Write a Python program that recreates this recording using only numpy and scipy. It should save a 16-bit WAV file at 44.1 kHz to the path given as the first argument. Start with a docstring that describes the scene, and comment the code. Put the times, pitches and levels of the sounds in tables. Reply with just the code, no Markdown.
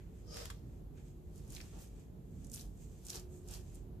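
"""Hand tool in a garden bed

Close by, a gardener drags a hand tool off a concrete driveway and works it four times into soil and
bark mulch. Each stroke is a crunch of tiny grains with twigs snapping in it; leaves and sleeves rustle
in between. The slab and house walls answer briefly at the stereo microphone, over a low rumble of wind
and a distant hum."""
import sys
import numpy as np
from scipy import signal
from scipy.fft import rfft, irfft
from scipy.io import wavfile

SR = 44100
rng = np.random.default_rng(int(sys.argv[2]) if len(sys.argv) > 2 else 0)


def store_pcm(level_fs):
    """Save levels as 16-bit WAV."""
    pcm = np.round(np.clip(level_fs, -1, 1) * 32767).astype(np.int16)
    wavfile.write(sys.argv[1], SR, np.atleast_2d(pcm).T)


N = 176400
T = np.arange(N) / SR
HZ = np.maximum(np.fft.rfftfreq(N, 1 / SR), 1)


def from_db(db):
    """Decibels to gain."""
    return 10 ** (np.asarray(db) / 20)


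def rms_one(x):
    """Scale to unit power."""
    return x / np.sqrt(np.mean(x ** 2) + 1e-20)


def at_hz(points):
    """Read a table on a log-frequency axis."""
    hz, value = np.transpose(points)
    return np.interp(np.log(HZ), np.log(hz), value)


def colour(x, spectrum, tilt_db=0):
    """Give a texture its spectrum, tilted per octave and falling below the first point; unit power."""
    low_hz = spectrum[0][0]
    gain = from_db(at_hz(spectrum) + tilt_db * np.log2(np.maximum(HZ, low_hz)))
    bass_cut = np.minimum(HZ / low_hz, 1) ** 2
    return rms_one(irfft(rfft(x) * gain * bass_cut, N))


def stereo(pair, likeness):
    """Two unrelated signals become left and right, with likeness as their correlation."""
    mid = np.sqrt(1 + likeness) * pair[0]
    side = np.sqrt(1 - likeness) * pair[1]
    return np.array([mid + side, mid - side]) / np.sqrt(2)


def noise(likeness, size=N):
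    """White stereo noise with a given left-right correlation."""
    return stereo(rng.standard_normal((2, size)), likeness)


def drift(hz):
    """Random wander of unit power, mostly slower than hz."""
    return rms_one(irfft(rfft(rng.standard_normal(N)) / (1 + (HZ / hz) ** 2), N))


def swell(time, rise, hold, fall, db):
    """Reach db at the given time, hold and fall; rise and fall are the seconds taken for 20 dB."""
    before = np.maximum(time - T, 0) / rise
    after = np.maximum(T - time - hold, 0) / fall
    return from_db(db - 20 * (before + after))


def resonate(x, hz, t60):
    """A resonance with gain 1 at its top, dying by 60 dB in t60 seconds."""
    r = from_db(-60 / (t60 * SR))
    feedback = [1, -2 * r * np.cos(2 * np.pi * hz / SR), r * r]
    return signal.lfilter(np.array([1, 0, -1]) * (1 - r * r) / 2, feedback, x + 1e-18)


def band_around(hz, octaves):
    """A gentle band-pass reaching so many octaves to each side, capped in the high treble."""
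    edges = [hz / 2 ** octaves, min(hz * 2 ** octaves, SR / np.e)]
    return signal.butter(1, edges, "band", fs=SR, output="sos")


def grains(per_s, spread_db, likeness):
    """Random tiny contacts, many small and a few large."""
    sizes = from_db(spread_db * np.minimum(rng.exponential(1, (2, N)), 5))
    signs = rng.choice([-1, 1], (2, N))
    struck = rng.random((2, N)) < per_s / SR
    return stereo(sizes * signs * struck, likeness)


def outdoors():
    """Low wind with a rumble that swells twice, and a faint far hiss."""
    # wind, rumble and far hiss spectra: (frequency [Hz], level [dB])
    wind_spectrum = [(20, -24), (30, -14), (38, -10.5), (47, 2), (60, -4), (85, -7), (130, -10.5),
                     (170, -10.5), (230, -18), (300, -20.5), (430, -23), (520, -29), (700, -34),
                     (1200, -44.5), (2500, -60.5)]
    rumble_spectrum = [(90, -4.5), (150, -3), (250, -6), (400, -33), (1000, -63), (3000, -70)]
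    hiss_spectrum = [(700, 4), (1100, -7.5), (2000, -8), (4000, -10), (5500, -16.5), (7200, -12),
                     (9000, -28), (11000, -8), (14500, -9)]
    # wind across the microphone pair: (frequency [Hz], left-right correlation [0-1])
    wind_likeness = [(30, 0.9), (120, 0.9), (250, 0.85), (500, 0.3), (1000, 0.015)]
    # rumble swells: (peak time [s], rise [s], hold [s], fall [s], level [dB])
    swells = [(0.45, 0.068, 0.032, 0.072, -58.5), (2.29, 0.34, 0.23, 0.4, -56)]
    airflow = irfft(stereo(rfft(rng.standard_normal((2, N))), at_hz(wind_likeness)), N)
    wind = colour(airflow, wind_spectrum) * from_db(-50 + drift(hz=4.1))
    rumble = colour(noise(likeness=0.94), rumble_spectrum) * sum(swell(*row) for row in swells)
    hiss = colour(noise(likeness=0.062), hiss_spectrum) * from_db(-75)
    return wind + rumble + hiss


def distant_hum(low_hz=360.5, high_hz=442.3, waver_hz=2.96):
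    """Two wavering tones from far away; the lower is husky and swells near the end."""
    # course of the lower tone: (time [s], level [dB])
    levels = [(0, -73), (0.9, -72), (1.3, -67), (1.9, -74), (2.7, -80), (3.05, -70.5), (3.19, -60),
              (3.35, -58), (3.58, -65), (3.7, -75), (3.82, -65), (4, -62)]
    pitches = [hz + waver_hz * drift(hz=17.5) for hz in (low_hz, high_hz)]
    low, high = [np.sqrt(2) * np.sin(2 * np.pi * np.cumsum(hz) / SR) for hz in pitches]
    low_db = np.interp(T, *np.transpose(levels)) + 0.5 * drift(hz=43)
    husk = from_db(-7) * rms_one(resonate(noise(likeness=0.55), low_hz, t60=0.055))
    high_db = -78.5 + 2 * drift(hz=3.9)
    return (low + husk) * from_db(low_db) + high * from_db(high_db)


def rustling():
    """Leaves and sleeves brush softly between strokes."""
    # rustles: (peak time [s], rise [s], hold [s], fall [s], level [dB], tilt [dB/octave])
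    rustles = [(0.0, 0.05, 0.014, 0.14, -73, -8), (0.172, 0.12, 0.032, 0.19, -74.5, -2),
               (0.67, 0.067, 0.11, 0.087, -79.5, -3), (0.976, 0.044, 0.011, 0.081, -71, -6.5),
               (1.074, 0.075, 0.014, 0.065, -72.5, -0.5), (1.673, 0.57, 0.16, 0.1, -68, -2),
               (1.994, 0.15, 0.014, 0.11, -71, -3), (2.418, 0.26, 0.065, 0.087, -71, -1),
               (2.813, 0.15, 0.033, 0.085, -67, 1.5), (2.917, 0.08, 0.07, 0.21, -72, 0.5),
               (3.334, 0.072, 0.023, 0.13, -65.5, 4.5), (3.69, 0.26, 0.081, 0.12, -69.5, -1)]
    # brushing leaves: (frequency [Hz], level [dB])
    leaves = [(600, -37), (1500, -12.5), (2000, -11.5), (2450, -8.5), (2800, -10.5), (3200, -10),
              (4000, -13), (5700, -9.5), (6600, -2), (8200, -5), (9300, -13), (11000, -16.5),
              (14000, -15.5)]
    fibres = grains(per_s=8300, spread_db=3, likeness=0.17)
    return sum(colour(fibres, leaves, tilt) * swell(*shape) for *shape, tilt in rustles)


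def tool_on_concrete():
    """Grit rasps under the tool and rings its blade; as it lifts it knocks and its handle clacks."""
    # the slide and the blade's singing: (peak time [s], rise [s], hold [s], fall [s], level [dB])
    slide = [(0.365, 0.08, 0.054, 0.16, -51.5)]
    singing = [(0.286, 0.028, 0.042, 0.05, -65), (0.334, 0.063, 0.073, 0.073, -56)]
    # rasp on concrete: (frequency [Hz], level [dB])
    rasp_spectrum = [(250, -10), (400, -3), (490, 4.5), (700, -7.5), (1200, -9), (2000, -11.5),
                     (4000, -9.5), (7000, -11), (9000, -16.5), (14000, -20)]
    # blade and handle modes: (frequency [Hz], relative level [dB], t60 [s])
    blade_modes = [(476, 1, 0.1), (592, -4.5, 0.11), (1233, -6, 0.076), (3130, -15, 0.053),
                   (4470, -23, 0.03), (5020, 2, 0.018), (5420, -1, 0.027), (6240, -9, 0.018),
                   (6500, -12, 0.022), (6970, -18, 0.04)]
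    handle_modes = [(854, 2, 0.0061), (1110, -3, 0.0093), (1626, -13, 0.013), (2310, -18, 0.014),
                    (3260, -4, 0.031), (3740, -16, 0.035), (6940, -3, 0.018)]
    # knocks on the slab: (time [s], level [dB], centre [Hz], length [s])
    hits = [(0.3425, -48, 5000, 0.004), (0.3700, -42.5, 4340, 0.0036), (0.4292, -56, 8050, 0.0014),
            (0.4555, -43, 4430, 0.0072), (0.5015, -47.5, 3230, 0.015)]
    grit = grains(per_s=4900, spread_db=1.5, likeness=0.085)
    rasp = colour(grit, rasp_spectrum) * swell(*slide[0])
    ringing = sum(from_db(db) * rms_one(resonate(grit, hz, t60)) for hz, db, t60 in blade_modes)
    blade = rms_one(ringing) * sum(swell(*row) for row in singing)
    knocks = contacts(hits, octaves=1.86, ring_db=-7)
    handle = sum(from_db(10.5 + db) * resonate(knocks, hz, t60) for hz, db, t60 in handle_modes)
    return rasp + blade + knocks + handle


def contacts(rows, octaves, ring_db):
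    """Each contact builds up, cracks (20 dB down over its length), spatters and rings at its centre."""
    build_up_s, splinter_s, ring_cycles = 0.008, 0.018, 7.3
    size, lead = 3072, 512  # samples in a burst, and ahead of its crack
    t = (np.arange(size) - lead) / SR
    spatter = from_db(np.where(t < 0, -14 + 20 * t / build_up_s, -16.5 - 20 * t / splinter_s))
    out = np.zeros((2, N + SR))
    for time, db, hz, length in rows:
        crack = noise(likeness=0.2, size=size) * from_db(-20 * abs(t) / length) * (t >= 0)
        splinters = rms_one(rng.standard_normal((2, size)) ** 3) * spatter
        bass_cut = signal.butter(2, hz / 2 ** octaves, "high", fs=SR, output="sos")
        burst = signal.sosfilt(np.vstack([bass_cut, band_around(hz, octaves)]), crack + splinters)
        ring = from_db(ring_db) * resonate(burst, hz, t60=ring_cycles / hz)
        decay_rms = np.sqrt(length * SR / size / np.log(100))  # longer cracks carry more energy
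        start = int(time * SR) - lead
        out[:, start:start + size] += from_db(db) * decay_rms * rms_one(burst + ring)
    return out[:, :N]


def digging():
    """Crumbs of soil crunch under each stroke while twigs and bark snap."""
    # pushes through soil: (peak time [s], rise [s], hold [s], fall [s], level [dB], tilt [dB/octave])
    digs = [(1.366, 0.092, 0.016, 0.18, -68.5, 0.5), (1.538, 0.068, 0.018, 0.11, -56, 0.5),
            (1.641, 0.051, 0.01, 0.11, -66, -3.5), (1.737, 0.023, 0.045, 0.17, -61, -6),
            (1.802, 0.037, 0.022, 0.093, -61, 4), (2.541, 0.02, 0.0034, 0.016, -48.5, 8.5),
            (2.534, 0.022, 0.08, 0.088, -57, 1.5), (3.109, 0.11, 0.016, 0.075, -54.5, 0),
            (3.147, 0.033, 0.021, 0.074, -53.5, -1.5), (3.519, 0.071, 0.032, 0.087, -54, -0.5),
            (3.745, 0.042, 0.0054, 0.041, -70, 5)]
    # crunching soil: (frequency [Hz], level [dB])
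    soil = [(250, 1), (500, 3), (850, -0.5), (1250, -6), (1700, -6), (2100, -12), (2550, -4.5),
            (4200, -4.5), (6500, -1), (9000, -5), (14000, -5)]
    # breaking twigs and bark: (time [s], level [dB], centre [Hz], length [s])
    snaps = [(1.3585, -55, 7000, 0.0037), (1.379, -57, 7500, 0.0067), (1.478, -57.5, 7600, 0.004),
             (1.504, -47, 7260, 0.0049), (1.5225, -44, 8400, 0.002), (1.5495, -40.5, 5800, 0.0029),
             (1.5645, -37.5, 4170, 0.0013), (1.568, -48, 2700, 0.006), (1.580, -52, 2200, 0.005),
             (1.6035, -43.5, 2430, 0.003), (1.607, -53, 1920, 0.011), (1.613, -45, 5100, 0.0038),
             (1.7905, -49, 7450, 0.0016), (1.875, -58, 7000, 0.0015), (2.446, -52.5, 7000, 0.0066),
             (2.469, -55, 7400, 0.0055), (2.4985, -51, 7300, 0.0053), (2.5175, -42.5, 7540, 0.0033),
             (2.534, -43, 9000, 0.0015), (2.5395, -39, 6300, 0.0027), (2.545, -40.5, 8500, 0.0075),
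             (2.560, -37.5, 6150, 0.0016), (2.576, -51.5, 3270, 0.0091), (2.594, -52, 4000, 0.013),
             (2.611, -40.5, 5900, 0.0016), (3.051, -49, 6970, 0.0032), (3.0555, -52, 7100, 0.0077),
             (3.0675, -40.5, 7500, 0.0035), (3.085, -40, 5700, 0.0021), (3.088, -48, 6500, 0.0018),
             (3.0975, -39, 6300, 0.0062), (3.1024, -32.5, 5440, 0.0035), (3.131, -45.5, 4470, 0.0065),
             (3.146, -47, 5600, 0.024), (3.157, -38.5, 6500, 0.0041), (3.1635, -46, 5400, 0.0056),
             (3.172, -38, 4630, 0.0011), (3.197, -47, 6500, 0.0043), (3.476, -57, 7500, 0.012),
             (3.4865, -46, 6600, 0.005), (3.510, -49.5, 7900, 0.017), (3.538, -41.5, 5400, 0.0043),
             (3.548, -52, 4750, 0.009), (3.747, -55, 8100, 0.008), (3.755, -55, 7700, 0.0087)]
    crumbs = crumble()
    crunch = sum(colour(crumbs, soil, tilt) * swell(*shape) for *shape, tilt in digs)
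    return crunch + contacts(snaps, octaves=0.78, ring_db=7.5)


def crumble(grains_per_s=5000):
    """Soil gives way in broad cracks and in crumbs that each tick at a pitch of their own."""
    ticks = grains(grains_per_s, spread_db=3, likeness=0.49)
    pitches_hz = np.geomspace(1100, 11800, 18)
    pitch_index = rng.integers(0, len(pitches_hz), N)
    crumbs = sum(signal.sosfilt(band_around(hz, octaves=0.31), ticks * (pitch_index == k) + 1e-18)
                 for k, hz in enumerate(pitches_hz))
    cracks = grains(grains_per_s, spread_db=2, likeness=0.098)
    return rms_one(cracks) + from_db(-1.5) * rms_one(crumbs)


def driveway_bounce(x, delays_s=(0.001238, 0.001557)):
    """One close reflection off the slab reaches the left microphone port, then the right."""
    delayed = [np.pad(side, (int(lag * SR), 0))[:N] for side, lag in zip(x, delays_s)]
    return from_db(-21) * np.array(delayed)


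def walls(x, t60=0.14, delay_s=0.0043, cutoff_hz=15600):
    """A short, slightly dull scatter from the house, the car and the ground nearby."""
    t = T[:SR // 2]
    scatter = rng.standard_normal((2, len(t))) * from_db(-60 * t / t60) * (t > delay_s)
    dulled = signal.sosfilt(signal.butter(1, cutoff_hz, fs=SR, output="sos"), scatter)
    response = rms_one(dulled) / np.sqrt(len(t))
    return from_db(-9) * signal.fftconvolve(x, response, axes=1)[:, :N]


def scene():
    """The close work and its reflections over the outdoor background."""
    work = tool_on_concrete() + digging() + rustling()
    return work + driveway_bounce(work) + walls(work) + outdoors() + distant_hum()


def record(dry, cutoff_hz=14500):
    """The two microphone ports colour the sound differently; the top is cut steeply."""
    # balance of the ports: (frequency [Hz], left minus right [dB])
    balance = [(50, -3), (130, -2.1), (300, 0), (1300, 0.5), (2300, -0.2), (4400, -0.5), (7000, 0),
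               (8100, -8), (9500, 0), (11000, -0.5), (12800, 0), (14500, 3)]
    half_db = at_hz(balance) / 2
    heard = irfft(rfft(dry) * from_db([half_db, -half_db]), N)
    return signal.sosfilt(signal.ellip(12, .2, 70, cutoff_hz, fs=SR, output="sos"), heard)


dry = scene()
out = record(dry)
store_pcm(out)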